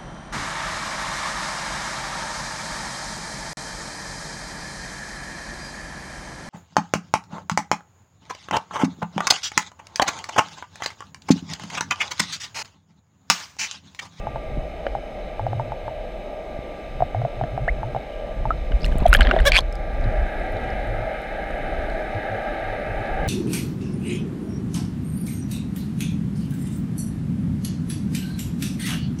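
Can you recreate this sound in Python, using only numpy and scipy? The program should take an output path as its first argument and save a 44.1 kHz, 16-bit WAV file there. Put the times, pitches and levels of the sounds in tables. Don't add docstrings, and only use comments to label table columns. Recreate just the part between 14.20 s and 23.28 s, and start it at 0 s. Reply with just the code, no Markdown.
import sys
import numpy as np
from scipy import signal
from scipy.fft import rfft, irfft
from scipy.io import wavfile
from scipy.ndimage import uniform_filter1d

SR = 44100
rng = np.random.default_rng(int(sys.argv[2]) if len(sys.argv) > 2 else 0)


def master_out(mix):
    frames = np.transpose(np.atleast_2d(mix))
    ceiling = np.clip(frames, -1, 1)
    pcm = np.round(ceiling * 32767).astype(np.int16)
    wavfile.write(sys.argv[1], SR, pcm)


def nominal_scale(level):
    x = np.asarray(level, float) / 20
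    return 10 ** x


N = 400428
T = np.arange(N) / SR
DIVE_S, DIVE_LENGTH_S = 5.345, 0.62


def columns(table):
    s, *rest = np.transpose(table)
    return [np.interp(T, s, c) for c in rest]


def band(x, hz, width_hz):
    freq = np.arange(len(x) // 2 + 1) * SR / len(x) + 1
    response = 1 / (1 + 1j * (freq - hz ** 2 / freq) / width_hz) ** 2
    return irfft(rfft(x) * response, len(x))


def unit(x):
    return x / np.sqrt(np.mean(x ** 2))


def peak(x):
    return x / np.abs(x).max()


def walk(rate):
    hold = int(SR / rate)
    steps = np.repeat(rng.standard_normal(N // hold + 1), hold)
    return 1.3 * uniform_filter1d(uniform_filter1d(steps, hold), hold)[:N]


def add(out, s, grain):
    i = int(s * SR)
    out[i:i + len(grain)] += grain[:N - i]


def ring(hz, t60, octaves, attack_ms):
    t = T[:int(t60 * SR)]
    phase = 2 * np.pi * np.cumsum(hz * 2 ** (octaves * t / t60)) / SR
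    attack = 1 - np.exp(-(1000 * t / attack_ms) ** 2)
    shape = attack * 1000 ** (-t / t60)
    return np.sin(phase) * shape / shape.max()


def swell(from_hz, to_hz, length, bend):
    along = np.linspace(0, 1, int(length * SR))
    hz = to_hz + (from_hz - to_hz) * (1 - along) ** bend
    phase = 2 * np.pi * np.cumsum(hz) / SR
    return np.sin(phase) * np.sin(np.pi * along ** 0.91)


# time in seconds, noise level in dB,
# share of the deeper colour added to the dive's own 0 to 1.
SEA = [(0.0, -14.5, 0.0), (4.81, -14, 0.16), (5.13, -8.5, 0.84), (5.44, -16, 0.23), (6.12, -12, 0.0),
       (9.08, -11.5, 0.15)]


def drive_and_depth():
    level_db, extra = columns(SEA)
    dive = np.clip((T - DIVE_S) / DIVE_LENGTH_S, 0, 1)
    return level_db, np.clip(dive + extra, 0, 1.3)


# centre in Hz, width of each filter pass in Hz,
# gain in dB near the surface, gain in dB deeper.
HOUSING = [(196, 187, -9.5, -7), (350, 276, -10.5, -7.5), (508.6, 125, -5.5, -5), (615, 137, 1, 2.5),
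           (779, 125, -10, -1), (1219, 59, -16.5, -71), (1282, 118, -21.5, -12), (1640, 240, -22.5, -8.5),
           (1930, 195, -23.5, -14.5), (2126, 154, -17, -10.5), (2350, 200, -21.5, -19.5),
           (2580, 200, -21.5, -20), (2980, 353, -24.5, -23), (3733, 765, -27.5, -26.5),
           (5130, 580, -37.5, -38.5), (6300, 750, -41.5, -43.5), (7830, 1860, -47, -48.5),
           (9160, 1100, -51.5, -45), (10670, 1800, -51.5, -49.5), (12900, 2500, -52.5, -52.5)]


def sea(level_db, depth):
    out = np.zeros(N)
    for hz, width_hz, near_db, deep_db in HOUSING:
        noise = band(rng.standard_normal(N), hz, width_hz)
        balance_db = near_db + depth * (deep_db - near_db)
        flicker_db = min(1.2, 4000 / hz) * walk(9)
        out += noise * nominal_scale(level_db + balance_db + flicker_db)
    return out - 0.64 * np.clip(depth, 0, 1) * band(out, 1043, 350)


# time in seconds, rumble rms in dB before gusts.
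FLOW = [(0.0, -30.5), (1.39, -37.5), (2.6, -35.5), (3.54, -29), (3.87, -36), (4.1, -28.5), (4.45, -26.5),
        (4.8, -17.5), (5.15, -19), (5.5, -24), (5.65, -31), (5.9, -25), (6.6, -27.5), (7.13, -30),
        (7.55, -23), (7.95, -35.5), (8.85, -29.5), (9.05, -24)]


def flow():
    level_db, = columns(FLOW)
    level_db = level_db + 3.0 * walk(7)
    rumble = unit(band(band(rng.standard_normal(N), 30.7, 45.4), 34.5, 56.6))
    buffet_db = -15.5 + 0.11 * (level_db + 32) + 2.0 * walk(25)
    buffet = unit(band(rng.standard_normal(N), 132.5, 120)) * nominal_scale(buffet_db)
    return nominal_scale(level_db) * (rumble + buffet)


# start in seconds, peak in dB.
SURGES = [(3.489, -15), (4.53, -9), (4.88, -5), (4.995, -3.5), (5.046, -11), (5.194, -6), (5.86, -16),
          (5.973, -13), (6.006, -12.5)]


def surges():
    out = np.zeros(N)
    for s, db in SURGES:
        add(out, s, nominal_scale(db) * swell(46.6, 46.6, 0.048, 1))
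    return out


# start in seconds, peak in dB.
THUMPS = [(.372, -11.5), (2.39, -16), (3.236, -13), (4.513, -14), (4.692, -18), (4.718, -17), (4.756, -7.5),
          (4.822, -5), (4.995, -8), (5.109, -16), (5.856, -13)]


def thumps():
    out, hz = np.zeros(N), 147
    for s, db in THUMPS:
        add(out, s, nominal_scale(db) * ring(hz, 1.15 / hz, -1.6, 0.7))
    return out


# start in seconds, peak of the plink in dB, starting pitch in Hz.
BUBBLES = [(.07, -18, 795), (.159, -21, 820), (.666, -14, 554), (.751, -15, 758), (1.195, -18, 803),
           (1.266, -16, 732), (1.331, -21.5, 740), (1.397, -16.5, 853), (1.52, -19.5, 812),
           (1.68, -22, 836), (2.805, -16.5, 723), (2.822, -6.5, 695), (2.947, -18, 707), (3.017, -26, 684),
           (3.05, -15, 654), (3.212, -16.5, 727), (3.238, -24.5, 660), (3.377, -17, 720), (3.479, -18, 657),
           (3.631, -18.5, 820), (3.748, -20.5, 780), (3.763, -18, 726), (4.254, -14.5, 830),
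           (4.305, -9.5, 1270), (4.995, -20, 746), (5.139, -14.5, 620.6), (5.164, -8, 635)]


def plinks():
    out, rap = np.zeros(N), np.zeros(N)
    for s, db, hz in BUBBLES:
        louder_db = db + 15
        rise_octaves = 0.32 - 0.02 * louder_db
        rap_db = -17.5 + 0.18 * louder_db
        add(out, s, nominal_scale(db) * ring(hz, 0.041, rise_octaves, 1.0))
        add(out, s, nominal_scale(rap_db) * ring(685, 0.035, 0, 0.3))
        rap[int(s * SR) + 15] = nominal_scale(-5)
    return out + band(rap, 1100, 1100)


# start in seconds, length in seconds, peak in dB.
GLUGS = [(0.059, .058, -30), (.125, 0.061, -31.5), (0.368, 0.026, -21), (.74, 0.054, -33),
         (1.192, 0.11, -23.5), (1.268, 0.12, -23), (1.341, 0.099, -21.5), (1.408, 0.17, -32),
         (1.618, .12, -36), (2.795, 0.056, -25), (2.942, 0.1, -18), (3.019, 0.054, -19.5),
         (3.16, 0.069, -29), (3.207, 0.054, -20), (3.307, .08, -25.5), (3.402, 0.051, -21.5),
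         (3.57, .057, -29.5), (3.623, 0.092, -24.5), (3.741, 0.057, -26.5), (4.247, 0.057, -26.5),
         (5.851, 0.05, -18), (6.329, .05, -25), (6.66, .11, -26), (6.765, 0.089, -26.5),
         (7.944, 0.048, -21), (8.087, 0.097, -27.5), (8.407, 0.18, -32.5), (8.674, 0.066, -27.5),
         (8.792, 0.04, -24.5)]


def glugs():
    out = np.zeros(N)
    top_hz, climb_hz_per_s, lowest_hz, deep_hz = 141.4, 605, 81, 105
    for s, length, db in GLUGS:
        if s < DIVE_S:
            low_hz = max(lowest_hz, top_hz - climb_hz_per_s * length)
            pocket = swell(low_hz, top_hz, length, 1.17)
        else:
            held_hz = deep_hz * (1 + 0.025 * rng.standard_normal())
            pocket = swell(held_hz, held_hz, length, 1)
        add(out, s, nominal_scale(db) * pocket)
    return out


# start in seconds, length in seconds, start pitch in Hz,
# end pitch in Hz, peak in dB.
CHIRPS = [(3.478, 0.022, 1390, 2260, -15.5), (4.855, .012, 740, 642, -.5), (4.974, 0.051, 218, 247, -24),
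          (5.072, 0.038, 223, 262, -23.5), (5.128, 0.025, 350, 390, -17), (5.381, 0.013, 1020, 1070, -17)]


def chirps():
    out = np.zeros(N)
    for s, length, from_hz, to_hz, db in CHIRPS:
        add(out, s, nominal_scale(db) * swell(from_hz, to_hz, length, 1.42))
    return out


# start in seconds, level in dB before the housing wall, pitch in Hz.
CRACKS = [(.6665, -20, 1590), (3.237, -33, 1700), (3.4795, -28, 1490), (4.5195, -22.5, 1556),
          (4.6085, -37, 4460), (4.618, -32, 5130), (4.6315, -28, 4820), (4.6441, -16.5, 2780),
          (4.6535, -25, 4100), (4.7226, -26, 1600), (4.864, -22, 3180), (4.9291, 0, 1433),
          (4.9391, -8, 2800), (4.9489, 1, 1670), (4.9587, -17, 1640), (5.008, 0, 1554), (5.018, -7, 1610),
          (5.029, -21, 4170), (5.0496, -18, 1640), (5.0705, -9, 1670), (5.0898, -17, 1300),
          (5.0955, -30, 2260), (5.1116, -5.5, 1460), (5.1884, -16, 1880), (5.1635, -20, 1710),
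          (5.201, -18, 1550), (5.2536, -13, 1570), (5.3193, -4, 2350), (5.4063, -25.5, 4200),
          (5.5254, -34.5, 5230), (5.5544, -35, 4950), (5.84, -35, 3850), (6.368, -36, 3780),
          (6.503, -39, 5000), (7.7, -39, 4150), (8.86, -40, 4000)]


def cracks(rattle_rows):
    out = np.zeros(N)
    fade = 1000 ** (-T[:2048] / 0.021)
    for s, db, hz in [*CRACKS, *(row[:3] for row in rattle_rows)]:
        rough = fade * rng.standard_normal(len(fade))
        knock = band(rough, hz, 0.5 * hz)
        knock += nominal_scale(-8.0) * band(rough, 1770, 1200) + nominal_scale(-17) * band(rough, 2040, 1500)
        t60 = 0.013 + 0.008 * rng.random()
        add(out, s, nominal_scale(db) * ring(hz, t60, 0.12, 0.16))
        add(out, s, nominal_scale(db - 7) * ring(1.87 * hz, t60, 0.1, 0.1))
        add(out, s, nominal_scale(db - 3.5) * peak(knock))
    return signal.sosfilt(signal.butter(4, 5000, fs=SR, output="sos"), out)


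# time in seconds, crack level in dB, pitch in Hz,
# level of the treble spit in dB against the crack.
RATTLE = [(5.327, -15.5, 2570, -28), (5.339, -6.5, 2460, -22), (5.364, -3.5, 2350, -16),
          (5.374, -13, 2930, -13), (5.385, -6, 3420, -15), (5.394, -12, 2940, -7)]


def rattle():
    s, db, hz, spit_db = np.transpose(RATTLE)
    at = np.arange(s[0], s[-1], 0.0056)
    late, strong, small = rng.standard_normal((3, len(at)))
    return np.transpose([at + 0.0006 * late,
                         np.interp(at, s, db) + 4 * strong,
                         np.interp(at, s, hz) * (1 + 0.073 * small),
                         np.interp(at, s, spit_db)])


# start in seconds, peak in dB, centre in Hz.
SPITS = [(4.6441, -45, 9000), (4.653, -31, 7000), (4.7838, -27, 9400), (4.864, -31, 9500),
         (4.882, -24, 8950), (4.887, -28, 10900), (4.8962, -25, 9500), (4.9302, -16, 10500),
         (4.935, -22, 10000), (4.9388, -9, 7800), (4.944, -22, 12000), (4.949, -22, 10000),
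         (4.959, -22, 11000), (4.964, -27, 11000), (5.008, -20, 8100), (5.11, -47, 6000),
         (5.205, -31.5, 8300), (5.2536, -23, 7500), (5.32, -18, 6200), (5.4063, -29, 6000),
         (5.5254, -36, 8500), (5.5544, -40, 8200), (6.322, -42, 11000), (7.018, -44, 9500),
         (7.7, -46, 8000)]


def spits(rattle_rows):
    out = np.zeros(N)
    fade = 1000 ** (-T[:2048] / 0.0057)
    rattled = [(s, db + spit_db, 6000 * 2 ** rng.random()) for s, db, _, spit_db in rattle_rows]
    for s, db, hz in [*SPITS, *rattled]:
        tick = band(fade * rng.standard_normal(len(fade)), hz, 3600)
        add(out, s, nominal_scale(db) * peak(tick))
    return out


# multiple of the pulse rate, relative level in dB before its wobble.
SQUEAK_ORDERS = [(1, 0.5), (2, -7.5), (3, -1.5), (4, -8), (5, -15), (6, -6), (7, -10), (8, -23), (9, -17.5),
                 (10, -13)]


def squeak():
    pressure = np.interp(T, [5.251, 5.274, 5.298], [0, 1, 0])
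    shape = 1 - (1 - pressure) ** 1.6
    edge_hz, peak_hz, edge_db, peak_db = 528, 573, -31.5, -11.5
    hz = edge_hz + shape * (peak_hz - edge_hz)
    level_db = edge_db + shape * (peak_db - edge_db)
    phase = 2 * np.pi * np.cumsum(hz * (1 + 0.024 * walk(400))) / SR
    tone = np.zeros(N)
    for k, order_db in SQUEAK_ORDERS:
        tone += nominal_scale(order_db + 2.5 * walk(300)) * np.cos(k * phase + 0.6 * k * k)
    puff = (1 + np.cos(phase)) * unit(band(rng.standard_normal(N), 5500, 10000))
    return (pressure > 0) * nominal_scale(level_db) * (tone + nominal_scale(-14.5) * puff)


# time in seconds, froth level in dB,
# treble of the ticks in dB against the froth, before a fixed lift.
FIZZ = [(4.55, -53, -6), (4.65, -50, 4), (4.88, -37, -13), (4.97, -30.5, -9), (5.06, -33.5, -36),
        (5.23, -41.5, -24), (5.39, -25, -5), (5.41, -55, -3), (5.45, -51, -13)]


def fizz():
    level_db, treble_db = columns(FIZZ)
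    froth, ticks = np.zeros(N), np.zeros(N)
    start_s, end_s = FIZZ[0][0], FIZZ[-1][0]
    for when, size, chance, cycles in rng.random((520, 4)):
        s = start_s + when * (end_s - start_s)
        hz = 500 * 2 ** (3.05 * size)
        gain = nominal_scale(-3.0 * np.log(1 - chance))
        add(froth, s, gain * ring(hz, (14 + 30 * cycles) / hz, 0.24, 0.26))
        ticks[int(s * SR)] = gain
    return nominal_scale(level_db) * (froth + nominal_scale(treble_db + 7.5) * band(ticks, 5700, 7000))


def crackle():
    out, start_s = np.zeros(N), 5.5
    for when, size, chance in rng.random((110, 3)):
        hz = 3000 * 4 ** size
        db = -41 - 2.1 * np.log(1 - chance) - 10 * size
        add(out, start_s + when * (N / SR - start_s), nominal_scale(db) * ring(hz, 6 / hz, 0.1, 0.08))
    return out


WHINE_HZ = [765, 818, 1187, 1341.5, 1397, 1477.5, 1609.5, 1898.5, 1952, 2136, 2242, 2373, 2585, 6300, 12618]
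# rms in dB near the surface, rms in dB deeper, before they waver.
WHINE_DB = [(-55, -48), (-53.5, -51), (-54.5, -51.5), (-64, -57), (-87, -59.5), (-66.5, -53.5), (-60, -49),
            (-63, -62), (-69, -50.5), (-81, -56), (-61, -54.5), (-61.5, -53.5), (-74, -60.5), (-75, -76),
            (-91, -88)]


def whine(depth):
    out = np.zeros(N)
    for hz, (near_db, deep_db) in zip(WHINE_HZ, WHINE_DB):
        phase = 2 * np.pi * np.cumsum(hz + 1.536 * walk(6)) / SR
        waver_db = min(3.0, 3500 / hz) * walk(3.06)
        level_db = near_db + depth * (deep_db - near_db) + waver_db
        out += np.sqrt(2) * np.sin(phase) * nominal_scale(level_db)
    return out


def scene():
    level_db, depth = drive_and_depth()
    rattle_rows = rattle()
    water = sea(level_db, depth) + flow() + surges() + thumps()
    pockets = plinks() + glugs() + chirps()
    escaping = cracks(rattle_rows) + spits(rattle_rows) + squeak() + fizz()
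    return (water + pockets + escaping + crackle() + whine(depth))[None]


def top_cut(x):
    return signal.sosfilt(signal.butter(12, 16000, fs=SR, output="sos"), x)


def record(dry):
    soft = np.tanh(0.76 * dry) / 0.84
    return top_cut(soft)


dry = scene()
out = record(dry)
master_out(out)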